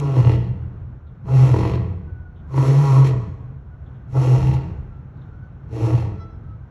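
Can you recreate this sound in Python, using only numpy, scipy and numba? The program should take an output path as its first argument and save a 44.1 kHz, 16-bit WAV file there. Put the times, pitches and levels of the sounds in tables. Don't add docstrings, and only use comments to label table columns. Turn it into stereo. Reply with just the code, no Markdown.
import sys
import numpy as np
from scipy import signal
from scipy.fft import rfft, irfft, next_fast_len
from scipy.io import wavfile
from scipy.ndimage import uniform_filter1d
from numba import njit

SR = 44100
rng = np.random.default_rng(int(sys.argv[2]) if len(sys.argv) > 2 else 0)


def file_out(sig):
    cols = np.atleast_2d(sig).T
    lim = np.clip(cols, -1, 1)
    pcm = np.round(lim * 32767).astype(np.int16)
    wavfile.write(sys.argv[1], SR, pcm)


N = 295470

# (start [s], end [s])
ROAR_SPANS = [(0, .56), (1.23, 1.95), (2.47, 3.3), (4.08, 4.75), (5.65, 6.2)]
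# (frequency [Hz], width [Hz], gain [dB])
LOW_RING_MODES = [(311.6, 59.7, 3.5), (436.2, 59.6, 0), (520.6, 56, -3), (663, 51, -6.5)]
# (frequency [Hz], width [Hz], gain [dB])
MOUTH_MODES = [(835, 64, -4.5), (948, 50, 1.5), (1084, 48, -5.5), (1360, 175, -15)]
PHARYNX_MODES = [(1954, 150, 4), (2420, 280, -5.5), (3110, 190, -3.5), (4280, 540, -8.5)]


def lion():
    # (time [s], voice [dB], mouth re low ring [dB], rasp [dB])
    effort = [
        [(0.0, -28, -3.5, -34), (0.006, -32.5, -6.5, -53), (0.102, -29.5, -8, -47.5), (0.126, -34, -5.5, -48),
         (0.144, -28, -9, -49), (0.26, -28, -7, -39.5), (0.358, -34.5, -7.5, -45.5), (0.364, -35.5, -14, -49.5),
         (0.56, -56, -3, -72.5)],
        [(1.23, -70, 0.5, -80.5), (1.284, -36, -2, -55.5), (1.354, -27, -12, -45.5), (1.364, -33, -3, -45.5),
         (1.606, -24, -12, -41), (1.736, -34.5, -4.5, -45), (1.754, -27.5, -14.5, -41), (1.772, -35, -9, -50.5),
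         (1.95, -49, -6.5, -70.5)],
        [(2.47, -62, -3, -76.5), (2.584, -28.5, -4.5, -45), (2.718, -30.5, -10, -46.5),
         (2.834, -33.5, -0.5, -43), (3.038, -30, -2, -44), (3.05, -27, -14, -37), (3.074, -31.5, -5, -36),
         (3.148, -32, -12, -58.5), (3.3, -58.5, 0, -60.5)],
        [(4.08, -73, -10.5, -78), (4.164, -29, -6.5, -53.5), (4.234, -31.5, -3.5, -46.5),
         (4.268, -28, -11.5, -46), (4.356, -27.5, -6.5, -41.5), (4.522, -37.5, -2.5, -44.5),
         (4.538, -30, -5.5, -40), (4.582, -40, -1, -51), (4.75, -53, -14.5, -75)],
        [(5.65, -54, -17, -80), (5.664, -61, -9, -84), (5.732, -39, -13, -58), (5.834, -29, -11.5, -52),
         (5.864, -32, -2, -49), (5.886, -27.5, -12, -50.5), (5.98, -34.5, -4, -43.5), (6.112, -42.5, -9, -65.5),
         (6.2, -57, -10, -69)],
    ]
    # (frequency [Hz], width [Hz], gain [dB])
    chest_modes = [(47.3, 49, -9.5), (87.6, 32, 7), (168, 49, -1.5)]
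    voice_db, mouth_db, rasp_db = curves(effort)
    fold_state, (hiss_db, growl_db, mouth_hz, pharynx_hz) = roar_stages()
    source, air, rattle = vocal_folds(*fold_state)
    rasp = breath_rasp(source, air, pharynx_hz, hiss_db)
    low_ring = unit(ring(source, LOW_RING_MODES))
    voice = low_ring + undb(mouth_db) * vowel(source, MOUTH_MODES, mouth_hz, width_hz=220.)
    growl = unit(ring(rattle, chest_modes))
    roar = undb(voice_db) * voice + undb(rasp_db) * rasp + undb(growl_db) * growl
    t = np.arange(N) / SR
    roaring = sum((t >= start) & (t < end) for start, end in ROAR_SPANS)
    gate = uniform_filter1d(roaring * 1., SR // 25, mode="nearest")
    return gate * chest_tone(), gate * roar + fold_slaps()


def roar_stages():
    # (clearest [s], break [s], pulse rate [Hz], roughness when clearest [0-1], break creak [0-1])
    breaks = [(.07, .24, 138, .5, .45), (1.4, 1.54, 137, .4, .6), (2.87, 3.05, 138, .12, .4),
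              (4.25, 4.4, 125, .55, .3), (5.83, 5.94, 115, .3, .45)]
    # (hiss re rasp [dB], growl at break [dB], mouth centre [Hz], pharynx centre [Hz])
    timbres = [(-5.5, -23.5, 928, 2770), (-4.5, -21.5, 966, 2600), (-3.5, -28, 1017, 2460),
               (-2, -24, 950, 2700), (-4, -28, 896, 2600)]
    onset_ratio, broken_ratio, end_ratio = .94, .87, .79
    onset_rough, broken_rough, calm_creak = .58, .87, .1
    clearing_s, breaking_s = .06, .06
    growl_early_db, growl_db_per_s = -10.5, -22
    hiss_break_db, hiss_db_per_s = -1.5, -37.5
    folds, tract = [], []
    for (start, end), course, timbre in zip(ROAR_SPANS, breaks, timbres):
        clear_s, break_s, hz, rough, creak = course
        hiss_db, growl_db, *vowel_hz = timbre
        strain_s = break_s - breaking_s
        folds += [(start, onset_ratio * hz, onset_rough, calm_creak),
                  (clear_s - clearing_s, hz, onset_rough, calm_creak),
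                  (clear_s, hz, rough, 0),
                  (strain_s, (1 + broken_ratio) / 2 * hz, (rough + broken_rough) / 2, calm_creak),
                  (break_s, broken_ratio * hz, broken_rough, creak),
                  (end, end_ratio * hz, broken_rough, creak / 2)]
        tract += [(s, hiss_db, growl_db + growl_early_db, *vowel_hz) for s in (start, strain_s)]
        tract += [(s, hiss_db + hiss_break_db + hiss_db_per_s * (s - break_s),
                   growl_db + growl_db_per_s * (s - break_s), *vowel_hz) for s in (break_s, end)]
    return curves([folds]), curves([tract])


def vocal_folds(hz, roughness, creak_share, creak_hz=45.28):
    steady, phase = pulses(hz, jitter=.006, scatter_db=1.5)
    ragged, _ = pulses(hz, jitter=.3, scatter_db=2.5)
    creak, creak_phase = pulses(creak_hz * (1 + .08 * walk(12)), jitter=.0793, scatter_db=2.5)
    fold_noise, air_noise = rng.standard_normal((2, N))
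    throb = undb(-14 * creak_share * creak_phase + 2.3 * walk(14))
    puffs = unit(fold_noise * np.exp(-phase / .55))
    loose = unit((unit(ragged) + .81 * puffs) * throb)
    flap = np.sqrt(1 - roughness) * unit(steady) + np.sqrt(roughness) * loose
    source = np.sqrt(1 - creak_share) * flap + np.sqrt(creak_share) * unit(creak)
    air = air_noise * (.5 + np.exp(-phase / 3.9)) * throb
    rattle = unit(creak) + 1.56 * fold_noise
    return source, air, rattle


def chest_tone():
    # (time [s], level [dB], pitch [Hz])
    contours = [
        [(0, -22, 144), (.058, -20.5, 141), (.156, -19, 129), (.204, -7.5, 126.5), (.238, -22, 116.4),
         (.275, -5, 121), (.315, -22.5, 118.5), (.35, -17.5, 116.9), (.45, -29, 115), (.515, -21, 121),
         (.56, -32.5, 130)],
        [(1.23, -42, 128), (1.338, -11.5, 129), (1.44, -7.5, 128), (1.492, -17.5, 127), (1.528, -7.5, 126),
         (1.558, -18.5, 117.9), (1.64, -24, 119), (1.678, -16, 120), (1.71, -32, 124), (1.81, -22, 118),
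         (1.95, -32.5, 100)],
        [(2.47, -53.5, 115), (2.54, -23, 130), (2.596, -9.5, 134), (2.654, -20, 130), (2.7, -8.5, 135),
         (2.735, -16, 141), (2.788, -9, 141), (2.872, -19, 141), (2.94, -10.5, 134), (3.03, -9, 130),
         (3.07, -16, 129), (3.16, -17, 128), (3.23, -23.5, 106), (3.3, -36, 110)],
        [(4.08, -57.5, 130), (4.14, -25, 128), (4.186, -11, 128), (4.245, -18, 128), (4.28, -13.5, 128),
         (4.345, -7.5, 127), (4.412, -21, 130), (4.495, -12.5, 131.7), (4.54, -25.5, 130), (4.56, -14.5, 130),
         (4.68, -34.5, 130), (4.75, -34.5, 128)],
        [(5.65, -51, 122), (5.74, -23.5, 121.2), (5.788, -35.5, 118), (5.838, -12, 116), (5.906, -22.5, 115.4),
         (5.952, -9, 116), (5.985, -27.5, 116), (6.11, -24, 110), (6.136, -42, 108), (6.2, -29.5, 106)],
    ]
    db, hz = curves(contours)
    swell = uniform_filter1d(undb(db + .5 * walk(40)), SR // 60)
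    phase_rad = 2 * np.pi * np.cumsum(hz * (1 + .019 * walk(30))) / SR
    return np.sqrt(2) * swell * np.sin(phase_rad)


def breath_rasp(source, air, pharynx_hz, hiss_db):
    # (frequency [Hz], level [dB])
    breath_spectrum = [(1300, -30), (1650, -6), (1950, -1.5), (2700, -7.5), (3500, -11.5), (4300, -10),
                       (5000, -9.5), (6000, -37)]
    hiss_spectrum = [(4000, -25), (5000, -8), (5500, -0.5), (7000, -5), (8500, -1.5), (10700, -2),
                     (11800, -17), (12400, -26.5), (12900, -58.5)]
    breath = unit(colour(air, breath_spectrum))
    pharynx = vowel(source, PHARYNX_MODES, pharynx_hz, width_hz=400.)
    return unit(breath + undb(-1) * pharynx) + undb(hiss_db) * unit(colour(air, hiss_spectrum))


def fold_slaps():
    # (time [s], relative level [dB])
    closures = [(0.166, -13.5), (0.241, -18), (0.266, -18), (0.31, -23), (1.256, -31.5), (1.286, -21.5),
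                (1.498, -18), (1.54, -8), (1.56, -9.5), (1.604, -19), (1.629, -14.5), (1.649, -11),
                (2.541, -18.5), (2.577, -8.5), (2.592, -22.5), (2.837, -15.5), (2.977, -14.5), (3.049, -17),
                (4.143, -28.5), (4.166, -25), (4.278, -25), (4.346, -14), (4.395, -20), (5.849, -19.5),
                (5.889, -40), (5.936, -19.5)]
    time_s, db = np.transpose(closures)
    clicks = np.zeros(N)
    clicks[(time_s * SR).astype(int)] = undb(db)
    banks = [(LOW_RING_MODES, 31), (MOUTH_MODES, 29.5), (PHARYNX_MODES, 4)]
    return sum(undb(gain_db) * ring(clicks, modes) for modes, gain_db in banks)


def pulses(hz, jitter, scatter_db):
    cycles = np.cumsum(hz) / SR
    due = np.flatnonzero(np.diff(np.floor(cycles)))
    lateness, size = rng.standard_normal((N // 100, 2))[:len(due)].T.clip(-2, 1.5)
    at = np.clip(due + jitter * lateness * SR / hz[due], 0, N - 1).astype(int)
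    clicks = np.zeros(N)
    np.add.at(clicks, at, undb(scatter_db * size))
    return clicks, cycles % 1


def vowel(x, modes, centre_hz, width_hz, drift=.025):
    hz = centre_hz * (1 + drift * walk(6))
    moving = sweep(sweep(x, hz, width_hz), hz, width_hz)
    return unit(unit(ring(x, modes)) + unit(moving))


def ring(x, modes):
    out = 0
    for k, (hz, width_hz, db) in enumerate(modes):
        b, a = signal.iirpeak(hz, hz / (1.475 * width_hz), SR)
        out = out + (-1) ** k * undb(db) * signal.lfilter(b, a, signal.lfilter(b, a, x))
    return out


@njit
def sweep(x, hz, width_hz):
    out, band_state, low_state = np.empty(len(x)), 0., 0.
    for i in range(len(x)):
        g, damping = np.tan(np.pi * hz[i] / SR), width_hz / hz[i]
        band = (band_state + g * (x[i] - low_state)) / (1 + g * (g + damping))
        band_state = 2 * band - band_state
        low_state += 2 * g * band
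        out[i] = damping * band
    return out


def rock_echo(x):
    # (frequency [Hz], 60 dB decay [s], level [dB])
    bands = [(60, 2.76, 7), (130, 1.09, 6), (490, 1.09, 0.5), (2010, 0.94, 3.5), (4000, 0.78, 0.5),
             (7000, 0.76, 0), (12000, 0.43, -13.5)]
    t = np.arange(2 * SR) / SR
    noise = rfft(rng.standard_normal(len(t)))
    octave = np.log2(np.arange(SR + 1) / 2 + 1)
    centres_hz = np.transpose(bands)[0]
    tail = 0
    for hz, t60_s, db in bands:
        share = np.interp(octave, np.log2(centres_hz), centres_hz == hz)
        tail = tail + irfft(noise * share) * undb(db - 60 * t / t60_s)
    onset = np.clip(t / .0017, 0, 1)
    return signal.fftconvolve(x, tail * onset / np.sqrt(SR / 12))[:N]


def birds():
    # (start [s], length [s], pitch [Hz], end pitch [Hz], level [dB], gain above harmonic 2 [dB])
    caw_notes = [(0.885, 0.24, 685, 688, -62, -20.5), (2.065, 0.21, 746, 737, -59, -21),
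                 (2.217, .24, 729, 720, -62, -20), (2.447, 0.071, 781, 800, -66, -16),
                 (3.68, 0.33, 731, 743, -64.5, -39), (4.89, 0.17, 676.5, 673, -67.5, -9),
                 (5.25, 0.18, 690, 688, -59, -10), (5.321, .2, 737, 753, -60, -11),
                 (6.129, 0.3, 668.5, 663, -59, 2.5), (6.444, .17, 650, 651, -60.5, -9),
                 (6.597, 0.13, 786, 748, -62, -6)]
    # (multiple, level [dB])
    caw_harmonics = [(1, -7.5), (2, 2.5), (3, -16), (5, -22), (6, -16.5), (7, -22.5), (8, -20.5),
                     (9, -26.5)]
    # (start [s], length [s], nominal pitch [Hz], nominal end pitch [Hz], level [dB])
    chirp_notes = [(1.065, 0.05, 3900, 3320, -69.5), (2.36, 0.073, 3476, 3350, -66),
                   (3.86, .045, 3620, 3100, -69), (3.94, 0.06, 3530, 3110, -70),
                   (5.165, 0.049, 4440, 3510, -73), (5.213, .04, 3755, 3690, -66.5)]
    caws = sum(bird_note(*note, [(m, db + top_db * (m > 2)) for m, db in caw_harmonics])
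               for *note, top_db in caw_notes)
    caws = caws * undb(4 * walk(35))
    chirps = sum(bird_note(*note, partials=[(.97, .0024)]) for note in chirp_notes)
    return caws + chirps * walk(1200)


def bird_note(start_s, length_s, hz, end_hz, db, partials):
    progress = np.clip((np.arange(N) / SR - start_s) / length_s, 0, 1)
    pitch_hz = (hz + (end_hz - hz) * progress) * (1 + .003 * walk(40))
    phase_rad = 2 * np.pi * np.cumsum(pitch_hz) / SR
    swell = undb(db) * np.sin(np.pi * progress ** .45)
    return swell * sum(undb(partial_db) * np.sin(m * phase_rad) for m, partial_db in partials)


def town(level_db=-37.5):
    # (frequency [Hz], level [dB])
    spectrum = [(12, -60), (20, -31), (64, -1.5), (101, -4), (129, 0.5), (156, -8.5), (215, -17),
                (435, -27), (554, -29.5), (1090, -33.5), (1510, -34), (1720, -41.5), (3770, -58),
                (8950, -72.5), (12700, -74), (16500, -101), (22000, -120)]
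    rumble = unit(colour(rng.standard_normal(N), spectrum))
    return undb(level_db + walk(.55) + 1.14 * walk(12)) * rumble


def undb(db):
    return 10 ** (np.asarray(db) / 20)


def unit(x):
    return x / np.sqrt(np.mean(x ** 2))


def walk(rate_hz):
    hold = int(SR / rate_hz)
    steps = np.repeat(rng.standard_normal(N // hold + 1), hold)
    return unit(uniform_filter1d(uniform_filter1d(steps, hold), hold)[:N])


def curves(tables):
    time_s, *columns = np.transpose(np.concatenate(tables))
    return [np.interp(np.arange(N) / SR, time_s, column) for column in columns]


def colour(x, spectrum, ends="even"):
    points_hz, db = np.transpose(spectrum)
    return shape(x, lambda hz: undb(np.interp(np.log(hz + 1), np.log(points_hz + 1), db)), ends)


def shape(x, gain, ends="odd"):
    size, pad = next_fast_len(N + SR), SR // 2
    wide = np.pad(x, (pad, size - N - pad), "reflect", reflect_type=ends)
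    hz = np.arange(size // 2 + 1) * SR / size
    return irfft(rfft(wide) * gain(hz), size)[pad:pad + N]


def scene():
    # (frequency [Hz], phase [rad])
    stereo_phase = [(0, 0), (300, 0), (600, -.15), (900, 0), (1300, -.2), (1500, 0), (1800, 0), (2500, .65),
                    (4000, .65), (4500, 1.4), (4850, 3.14), (5250, 5.4), (5700, 6.28), (6200, 6.28),
                    (7500, 8.1), (8750, 9.42), (9550, 9.42), (10000, 10), (11500, 11.6), (11800, 12.57),
                    (13000, 12.57)]
    # (frequency [Hz], side gain [dB])
    stereo_width = [(25, -25.5), (60, -48.5), (150, -42.5), (230, -30), (350, -26), (700, -13.5),
                    (1300, -16.5), (1700, -28), (2500, -24), (5000, -9.5), (5950, -39), (7000, -11),
                    (11200, -16.5), (12000, -37.5)]
    echo_db, tone_echo_db = -8, -16
    tone, voice = lion()
    flock = birds()
    direct = tone + voice + flock
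    to_walls = undb(echo_db) * (voice + flock) + undb(tone_echo_db) * tone
    mix = direct + rock_echo(to_walls) + town()
    side = colour(rock_echo(direct) + town(), stereo_width, "odd")
    points_hz, phase_rad = np.transpose(stereo_phase)
    left = shape(mix, lambda hz: np.exp(.5j * np.interp(hz, points_hz, phase_rad)))
    right = shape(mix, lambda hz: np.exp(-.5j * np.interp(hz, points_hz, phase_rad)))
    return np.array([left + side, right - side])


def record(dry):
    cutoff_hz = 12866
    return signal.sosfilt(signal.ellip(10, .2, 60, cutoff_hz, fs=SR, output="sos"), dry)


dry = scene()
out = record(dry)
file_out(out)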